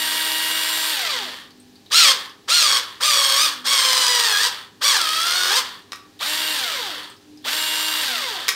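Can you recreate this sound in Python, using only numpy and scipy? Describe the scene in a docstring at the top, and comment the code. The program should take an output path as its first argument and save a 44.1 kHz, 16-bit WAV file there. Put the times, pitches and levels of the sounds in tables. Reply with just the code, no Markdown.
"""At a bench in a small room, a little cordless drill runs close by in eight bursts.
Running free, its motor whines over a rattle of loose gears, then coasts down. In five bursts a hand
brakes the chuck (the part that holds the bit), so the speed sags and the gear teeth grind.
Plastic parts click as the drill is turned over. Faint room air and mains hum lie behind it all."""
import sys
import numpy as np
from scipy import signal
from scipy.fft import rfft, irfft
from scipy.io import wavfile
from scipy.ndimage import uniform_filter1d, minimum_filter1d

SR = 44100
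rng = np.random.default_rng(int(sys.argv[2]) if len(sys.argv) > 2 else 0)


def generate_wav(sig):
    """Save sig (samples, or channels by samples) to the path in sys.argv[1] as 16-bit PCM at SR."""
    pcm = np.round(np.clip(np.atleast_2d(sig).T, -1, 1) * 32767).astype(np.int16)
    wavfile.write(sys.argv[1], SR, pcm)


N = 377055
TIME, FREQS = np.arange(N) / SR, np.fft.rfftfreq(N, 1 / SR)
CLOCK = TIME[::32]  # coarser time steps for speed and loudness curves
FULL_SPEED = 317.6  # every shaft speed is in turns per second


def amp(db):
    """Turns decibels into a gain."""
    return 10 ** (np.asarray(db) / 20)


def unit(x):
    """Scales a signal to an average (rms) level of 1."""
    return x / np.sqrt(np.mean(x ** 2) + 1e-20)


def steady(x):
    """Evens out slow changes in level but keeps the fast grain."""
    return x / np.sqrt(abs(uniform_filter1d(x ** 2, 3000)) + 1e-12)


def look_up(points, hz):
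    """Reads between rows of frequency and value, with octaves evenly spaced."""
    freqs, values = np.transpose(points)
    return np.interp(np.log(hz + 1), np.log(freqs + 1), values)


def colour(x, curve, resonances=(), extra_db=0):
    """Filters a sound by a broad tone curve with narrow peaks and dips on top."""
    peaks_db = sum(db / (1 + (2 * (FREQS - hz) / width) ** 2) for hz, width, db in resonances)
    return irfft(rfft(x) * amp(look_up(curve, FREQS) + peaks_db + extra_db), N)


def band(x, low_hz, high_hz):
    """Keeps only what lies between two frequencies."""
    cut = (1 + (low_hz / (FREQS + 1)) ** 16) * (1 + (FREQS / high_hz) ** 16)
    return irfft(rfft(x) / cut, N)


def wander(hz):
    """A smooth random wobble, up to about hz times a second."""
    return unit(irfft(rfft(rng.standard_normal(N)) * np.exp(-(FREQS / hz) ** 2), N))


def add(mix, start_s, sound):
    """Mixes a sound in at its start time."""
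    part = mix[round(start_s * SR):][:len(sound)]
    part += sound[:len(part)]


def tones(turns, rows, flutter, flutter_hz):
    """Tones at multiples of one turning speed, each wavering in strength."""
    out = np.zeros(N)
    for multiple, db in rows:
        level = amp(db) * np.sqrt(2) * (1 + flutter * wander(flutter_hz))
        out += level * np.cos(2 * np.pi * (multiple * turns + rng.random()))
    return out


def room_air():
    """A soft, steady rush, strongest in the bass."""
    # Each row: frequency in Hz, relative level in dB.
    air_curve = [(18, -44), (30, -15), (62, -12), (85, -7), (177, -5), (284, -3), (420, -5.5), (575, -14),
                 (787, -13.5), (1400, -20.5), (1720, -14), (2020, -18.5), (4090, -13), (10200, -26),
                 (15500, -28)]
    treble_cut_db = -1.3 * np.log2(1 + FREQS / 6000)
    return amp(-53.5) * unit(colour(rng.standard_normal(N), air_curve, extra_db=treble_cut_db))


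def mains_hum():
    """Mains power hums in four faint tones."""
    # Each row: pitch in Hz, level in dB.
    hum_tones = [(100, -66.5), (200, -68), (400, -63), (800, -71)]
    return tones(TIME, hum_tones, flutter=0.15, flutter_hz=4.4)


def drone(hz):
    """A low hum that wavers and now and then swells."""
    # Each row: peak time in seconds, half length in seconds, level in dB, pitch in Hz.
    swells = [(0.08, 0.13, -48, 250), (1.25, 0.09, -46.5, 250), (1.62, 0.18, -52, 250),
              (2.05, 0.08, -50, 250), (3.5, 0.09, -47.5, 300), (3.63, 0.08, -47, 250), (7.0, 0.1, -49, 300),
              (7.35, 0.08, -42, 300), (7.5, 0.06, -50, 250), (8.16, 0.09, -46, 250)]
    level = amp(-62.5 + 3.5 * wander(4))
    for peak_s, half_s, db, tone_hz in swells:
        if tone_hz == hz:
            level += amp(db) * np.exp(-((TIME - peak_s) / half_s) ** 2)
    return level * np.sin(2 * np.pi * hz * TIME)


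def room_echo(x):
    """The walls return a short wash of sound in which the middle pitches last longest."""
    # Each row: frequency in Hz, seconds to fade by 60 dB.
    fade_times = [(200, 0.2), (1000, 0.51), (4000, 0.32), (15000, 0.19)]
    hz, t, spectrum = signal.stft(rng.standard_normal(SR // 2), SR, nperseg=256)
    fade = amp(-60 * t / look_up(fade_times, hz)[:, None])
    tail = signal.istft(spectrum * fade, SR, nperseg=256)[1]
    tail[:SR // 250] = 0  # the first echo takes 4 ms
    return signal.fftconvolve(x, tail / np.linalg.norm(tail))[:N]


def light_ticks():
    """Trigger, chuck jaws and fingers each make a tiny snap with a brief ring."""
    # Each row: start in seconds, level in dB, ring pitch in Hz.
    ticks = [(1.507, -47, 4500), (1.6, -49, 8600), (1.756, -47.5, 4500), (1.861, -45, 3900),
             (1.903, -41, 3700), (2.2, -32, 3400), (2.296, -45.5, 5200), (5.82, -50, 3840),
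             (6.192, -38, 3800), (7.1, -47, 8300), (7.165, -50, 5070), (7.374, -49.5, 5100),
             (7.426, -52, 3500)]
    width_hz, ring_s, snap_s = 810, 0.011, 0.002
    out, t = np.zeros(N), TIME[:4096]
    hz = np.fft.rfftfreq(len(t), 1 / SR)
    for start_s, db, ring_hz in ticks:
        noise = rng.standard_normal(len(t))
        ring = unit(irfft(rfft(noise) / (1 + (2 * (hz - ring_hz) / width_hz) ** 2)))
        snap = amp(-4) * noise * np.exp(-t / snap_s)
        add(out, start_s, amp(db) * (ring * np.exp(-t / ring_s) + snap))
    return out


def loose_part_clacks():
    """Plastic and steel parts crack together and ring; they are too small to give off bass."""
    # Each row: start in seconds, level in dB, treble tilt in dB per octave, relative ring level in dB.
    clacks = [(5.9205, -26.5, -0.5, -14), (5.9315, -25.5, -1.5, -19), (5.959, -37, 5, -29),
              (8.4795, -32, 0, -22), (8.482, -9.5, 1.5, -28), (8.4895, -6.5, 1, -18.5)]
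    # Each row: frequency in Hz, relative level in dB.
    crack_curve = [(240, -55), (400, 11), (673, -48), (1100, -4), (1360, -4), (1630, -4), (2510, -2),
                   (4630, -6), (5230, -2), (7210, -11), (15500, -21)]
    # Each row: pitch in Hz, relative level in dB, seconds to fade by 60 dB.
    part_rings = [(1155, 6, 0.071), (1650, -10, 0.11), (1880, 4, .1), (2350, -16, .07), (2830, -7, .06),
                  (3760, 6, .06), (5066, 7, 0.056), (5330, 6, .058), (7100, -3, 0.027), (8250, -10, .04)]
    out, t = np.zeros(N), TIME[:6000]
    hz = np.fft.rfftfreq(len(t), 1 / SR)
    fade = np.exp(-t / 0.0015) + amp(-13.5) * np.exp(-t / 0.019)  # sharp crack, then a softer tail
    for start_s, db, tilt_db, ring_db in clacks:
        shape = amp(look_up(crack_curve, hz) + tilt_db * np.log2((hz + 100) / 4000))
        crack = unit(irfft(rfft(rng.standard_normal(len(t))) * shape)) * fade
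        ring = sum(amp(part_db - 60 * t / fade_s) * np.sin(2 * np.pi * (pitch * t + rng.random()))
                   for pitch, part_db, fade_s in part_rings)
        add(out, start_s, amp(db) * (crack + amp(ring_db) * ring))
    return signal.sosfilt(signal.butter(2, 800, "highpass", fs=SR, output="sos"), out)


def gear_rattle(turns, per_turn, spread_db, ring_s, hiss):
    """Loose teeth strike at random, more often at speed; each blow rings one spot of the gearbox."""
    strikes = rng.random(N) < per_turn * np.gradient(turns)
    blows = strikes * rng.standard_normal(N) * amp(spread_db * np.minimum(rng.exponential(1, N), 4))
    spots, t = 12, TIME[:512]
    spot = rng.integers(0, spots, N)
    rings = rng.standard_normal((spots, len(t))) * np.exp(-t / ring_s)
    knocks = sum(signal.oaconvolve(blows * (spot == k), unit(ring))[:N] for k, ring in enumerate(rings))
    return unit(knocks) + hiss * rng.standard_normal(N)


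def loose_gears(turns, pace):
    """With no load the gears knock about inside the case, which rings differently as they slow."""
    # Each row: frequency in Hz, relative level in dB.
    case_curve = [(150, -51), (250, -22), (313, -27), (353, -23.5), (474, -10), (681, -17.5), (929, -6),
                  (1010, -5.5), (1850, -6), (2400, -5.5), (2900, 1.5), (4550, -0.5), (6100, -10),
                  (12000, -19), (15500, -13.5)]
    # What rings with fast gears and with slow ones. Each row: centre in Hz, width in Hz, boost in dB.
    fast_rings = [(495, 280, 1), (1610, 250, 6.5), (2750, 230, -1), (2910, 46, -0.5), (3400, 150, 3.5),
                  (3730, 140, 4), (4630, 220, 4), (5650, 170, 4), (9000, 1200, 1.5), (10100, 780, -11),
                  (11700, 900, 3.5), (12900, 600, -4)]
    slow_rings = [(1170, 86, 2), (1820, 90, 6), (2130, 1000, 0.5), (3370, 670, 8), (4500, 330, 4.5)]
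    knocks = gear_rattle(turns, per_turn=9, spread_db=-0.5, ring_s=0.0015, hiss=1.0)
    fast = steady(colour(knocks, case_curve, fast_rings))
    slow = steady(colour(knocks, case_curve, slow_rings))
    slowness = np.clip(1.5 - 2.6 * pace, 0, 1)
    return (1 - slowness) * fast + slowness * slow


def motor_whine(turns, pace):
    """Spinning parts sing clean tones that follow the shaft; pace is 1 at full speed."""
    # In all four, each row: multiple of the shaft speed, relative level in dB.
    rotor_tones = [(1, -20.5), (2, -19), (3, -13.5), (4.18, -22.5), (5, -20.5), (6, -12.5), (7.2, -18)]  # rotor and fan
    contact_tones = [(9.36, -17), (10.56, -21), (12, -19), (18, -28), (23, -22), (24, -18), (27, -21),
                     (30, -26), (33, -27), (37, -30), (39, -26), (46, -35), (47, -34)]  # the commutator, the motor's spinning contacts
    whistle_tones = [(9, -6.5)]  # piercing at full speed
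    overrun_tones = [(3, -14), (6, -10.5), (9, -16), (12, -14.5)]  # gears, as the chuck outruns the coasting motor
    rotor = band(tones(turns, rotor_tones, flutter=0.13, flutter_hz=24.5), 252, 16000) * pace
    buzz = tones(turns, contact_tones, flutter=0.22, flutter_hz=25) * pace ** 4
    whistle = tones(turns, whistle_tones, flutter=0.25, flutter_hz=10) * pace ** 5
    whistle_hz = whistle_tones[0][0] * FULL_SPEED * pace
    resonance_hz, width_hz = 2820, 85
    whistle *= 0.3 + 0.8 / (1 + (2 * (whistle_hz - resonance_hz) / width_hz) ** 2)
    mid_speed = np.exp(-((pace - 0.6) / 0.24) ** 4)
    overrun = tones(turns, overrun_tones, flutter=0.5, flutter_hz=30) * mid_speed
    return amp(-3.5) * rotor + buzz + whistle + amp(-1.7) * overrun


def grinding_gears(turns, speed, pace):
    """Under load the teeth meet unevenly, and throb as the circling planet gears come round."""
    # Each row: multiple of the shaft speed, relative level in dB.
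    rough_tones = [(3, -8), (6, -2.5), (9, -21.5), (12, -3), (18, -2.5), (24, -2), (30, -1), (36, -2.5),
                   (42, -2.5), (48, -3.5), (54, -4), (60, -12)]
    # Each row: multiple of the shaft speed, relative level in dB when nearly stalled and when fast.
    clean_tones = [(3, -17, -19), (6.02, -42, -5.5), (11.99, -9.5, -21), (17.94, -36, -7.5),
                   (24.23, -30, -19)]
    # The case with a hand round the chuck. Each row: frequency in Hz, relative level in dB.
    held_curve = [(150, -56), (250, -25), (385, -21), (553, -9.5), (705, -18), (1140, -0.5), (1510, -5.5),
                  (1670, -7), (2020, -11), (3330, -3.5), (4960, 0.5), (7130, -8), (8770, -12.5),
                  (10100, -22.5), (15500, -20.5)]
    # Its resonances. Each row: centre in Hz, width in Hz, boost in dB.
    held_rings = [(528, 74, 2.5), (1220, 130, 1), (1243, 160, 3.5), (1655, 59, 9), (1815, 52, 6.5),
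                  (2430, 270, 3.5), (3270, 330, 7.5), (4330, 400, 2), (8730, 1100, 3)]
    shaky_turns = turns + np.cumsum(speed * 0.017 * wander(129.55)) / SR
    rasp = tones(shaky_turns, rough_tones, flutter=0.3, flutter_hz=76) * np.sqrt(pace)
    ease = np.clip((pace - 0.37) / 0.36, 0, 1)  # 0 when nearly stalled, 1 when fast
    blended = [(multiple, slow + ease * (fast - slow)) for multiple, slow, fast in clean_tones]
    groan = tones(turns, blended, flutter=0.19, flutter_hz=50)
    chatter = gear_rattle(turns, per_turn=8, spread_db=3.3, ring_s=0.0013, hiss=0.6)
    chatter *= 1 - 0.25 * ease ** 2  # fast teeth stay in contact, so they rattle less
    throb = 1 + 0.27 * np.cos(2 * np.pi * 0.66 * turns + 0.9 * wander(21))
    return steady(colour((amp(-6.5) * rasp + groan + chatter) * throb, held_curve, held_rings))


def shaft_speed(on, off, driven, spin_up_s, friction):
    """The shaft runs up to its driven speed; once the trigger is let go, drag and friction stop it."""
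    drag_per_s = 0.9
    powered = driven * (1 - np.exp(-np.maximum(CLOCK - on, 0) / spin_up_s))
    slowed = np.exp(-drag_per_s * np.maximum(CLOCK - off, 0))
    coasting = np.interp(off, CLOCK, powered) * slowed - friction / drag_per_s * (1 - slowed)
    return np.where(CLOCK < off, powered, np.maximum(coasting, 0))


def free_gains(speed, db, fade_speed, hiss_db, chatter_db):
    """Gains of low body, gears and brush hiss with no load: slower is quieter and duller."""
    pace = speed / FULL_SPEED
    level = amp(db) * np.tanh(speed / fade_speed) ** 1.4
    chatter_speed, slow_hiss_db = 180, -17.3
    chatter = amp(chatter_db * np.exp(-((speed - chatter_speed) / 45) ** 2))
    body = np.sqrt(chatter) * amp(-2.1 - 5.5 * pace)  # thins out at speed
    hiss = amp(slow_hiss_db + (hiss_db - slow_hiss_db) * pace ** 3)
    return level * np.array([body, chatter, hiss])


def free_burst(on, off, end_speed, creep, friction, db, fade_speed, hiss_db, chatter_db):
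    """Speed, grip (none) and three gains as the motor runs up, holds nearly steady and coasts."""
    speed = shaft_speed(on, off, end_speed + creep * (CLOCK - off), spin_up_s=0.028, friction=friction)
    return [speed, np.zeros_like(speed), *free_gains(speed, db, fade_speed, hiss_db, chatter_db)]


def held_burst(curve, on, off, grip, bite_s, let_go_s, friction, db, hiss_db, body_db, coast_db):
    """Speed, grip and three gains as the motor strains against the hand until the trigger is let go."""
    driven = np.interp(CLOCK, *np.transpose(curve))
    speed = shaft_speed(on, off, driven, spin_up_s=0.017, friction=friction)
    pace = speed / FULL_SPEED
    load = (CLOCK >= on) * np.exp(-np.maximum(CLOCK - off, 0) / let_go_s)
    bite = 1 - np.exp(-np.maximum(CLOCK - on, 0) / bite_s)
    gears = amp(db) * pace ** 1.33 * bite
    squeal_db = 4 * np.exp(-((speed - 137) / 9) ** 2)  # here a gear tone meets a resonance of the case
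    body = gears * amp(3.7 + body_db - 20 * pace + squeal_db)
    loaded = np.array([body, gears, gears * amp(hiss_db)])
    coasting = free_gains(speed, coast_db, fade_speed=248, hiss_db=-12.8, chatter_db=0)
    return [speed, grip * np.sqrt(load), *(load * loaded + (1 - load) * coasting)]


def drill():
    """One shaft drives every sound; the hand's grip trades free running for grinding."""
    # Each row: trigger on and off in seconds, speed at let-go, speed creep and friction in turns per
    # second each second, level in dB, speed below which it fades, relative hiss and chatter in dB.
    free_runs = [(-1, 0.903, 317.7, 2.7, 380, -21.1, 255, -7.7, 3.3),
                 (6.193, 6.533, 311.4, 0, 350, -22.8, 182, -9.7, -0.5),
                 (7.439, 8.008, 311.6, -2.5, 342, -22.2, 190, -9.7, -0.5)]
    # Each row: trigger on and off in seconds, grip from 0 to 1, bite and let-go times in seconds,
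    # friction as above, then levels in dB for grinding, relative hiss, relative body and coasting.
    held_runs = [(1.904, 2.116, 0.73, 0.033, 0.01, 650, -5.8, -16.4, -1.1, -23),
                 (2.474, 2.772, 0.81, 0.018, 0.022, 530, -10.2, -15.5, 0.3, -28.5),
                 (2.996, 3.452, 0.78, 0.023, 0.044, 650, -10.7, -13, 1.2, -30.5),
                 (3.637, 4.47, 0.76, 0.026, 0.012, 590, -10.1, -13.3, -0.8, -23),
                 (4.806, 5.588, 0.78, 0.017, 0.015, 565, -9.3, -13.8, -0.6, -25)]
    # The speed the hand allows, one curve per held run. Each point: time in seconds, turns per second.
    held_speeds = [
        [(1.99, 239), (2.03, 222.3), (2.07, 184.5), (2.11, 178.4)],
        [(2.56, 240), (2.6, 228), (2.65, 200.8), (2.7, 185.1), (2.77, 184.1)],
        [(3.07, 211), (3.12, 192.7), (3.2, 185.5), (3.3, 179.8), (3.37, 184.8), (3.43, 212.7), (3.45, 206)],
        [(3.7, 193), (3.8, 175.4), (3.95, 169.7), (4.1, 165.8), (4.2, 160.4), (4.3, 145.5), (4.36, 134.3),
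         (4.42, 152.4), (4.46, 162.8)],
        [(4.87, 200), (4.91, 185.8), (4.95, 146.2), (5.0, 115.6), (5.07, 103.5), (5.2, 109.3), (5.3, 118.1),
         (5.5, 123.5), (5.58, 173.3)],
    ]
    bursts = [free_burst(*row) for row in free_runs]
    bursts += [held_burst(curve, *row) for curve, row in zip(held_speeds, held_runs)]
    controls = np.max(bursts, axis=0)
    speed, grip, body_gain, gear_gain, hiss_gain = [np.interp(TIME, CLOCK, c) for c in controls]
    pace = speed / FULL_SPEED
    turns = np.cumsum(speed * (1 + 0.00065 * wander(9.5))) / SR
    # Between grips the hand rests on the chuck and muffles the whine.
    hand_on = (TIME >= held_runs[0][0]) & (TIME < held_runs[-1][1] + 0.3)
    muffling = 1 - uniform_filter1d(0.75 * hand_on, size=900)
    free = loose_gears(turns, pace) + muffling * motor_whine(turns, pace)
    sound = np.sqrt(1 - grip) * free + np.sqrt(grip) * grinding_gears(turns, speed, pace)
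    body = amp(-2.0) * body_gain * steady(band(sound, 60, 2004))
    gears = amp(-0.9) * gear_gain * steady(band(sound, 1816, 8940))
    brush_hiss = amp(0.5) * hiss_gain * steady(band(sound, 8370, 15000))
    return body + gears + brush_hiss


def scene():
    """The drill and its handling clicks echo in a small room, over air and hum."""
    motor = drill()
    handling = loose_part_clacks() + light_ticks()
    echo = room_echo(amp(-9.5) * motor + amp(-6.5) * handling)
    background = room_air() + mains_hum() + drone(hz=250) + drone(hz=300)
    return (motor + handling + echo + background)[None]


def record(dry):
    """A fast limiter turns down the loudest peaks, then a filter cuts the highest treble."""
    allowed = np.minimum(1, 0.95 / (abs(dry) + 1e-9))
    gain = uniform_filter1d(minimum_filter1d(allowed, size=160), size=160)
    low_pass = signal.firwin(511, cutoff=15800, window=("kaiser", 9), fs=SR)
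    return signal.oaconvolve(dry * gain, low_pass[None], "same")


dry = scene()
out = record(dry)
generate_wav(out)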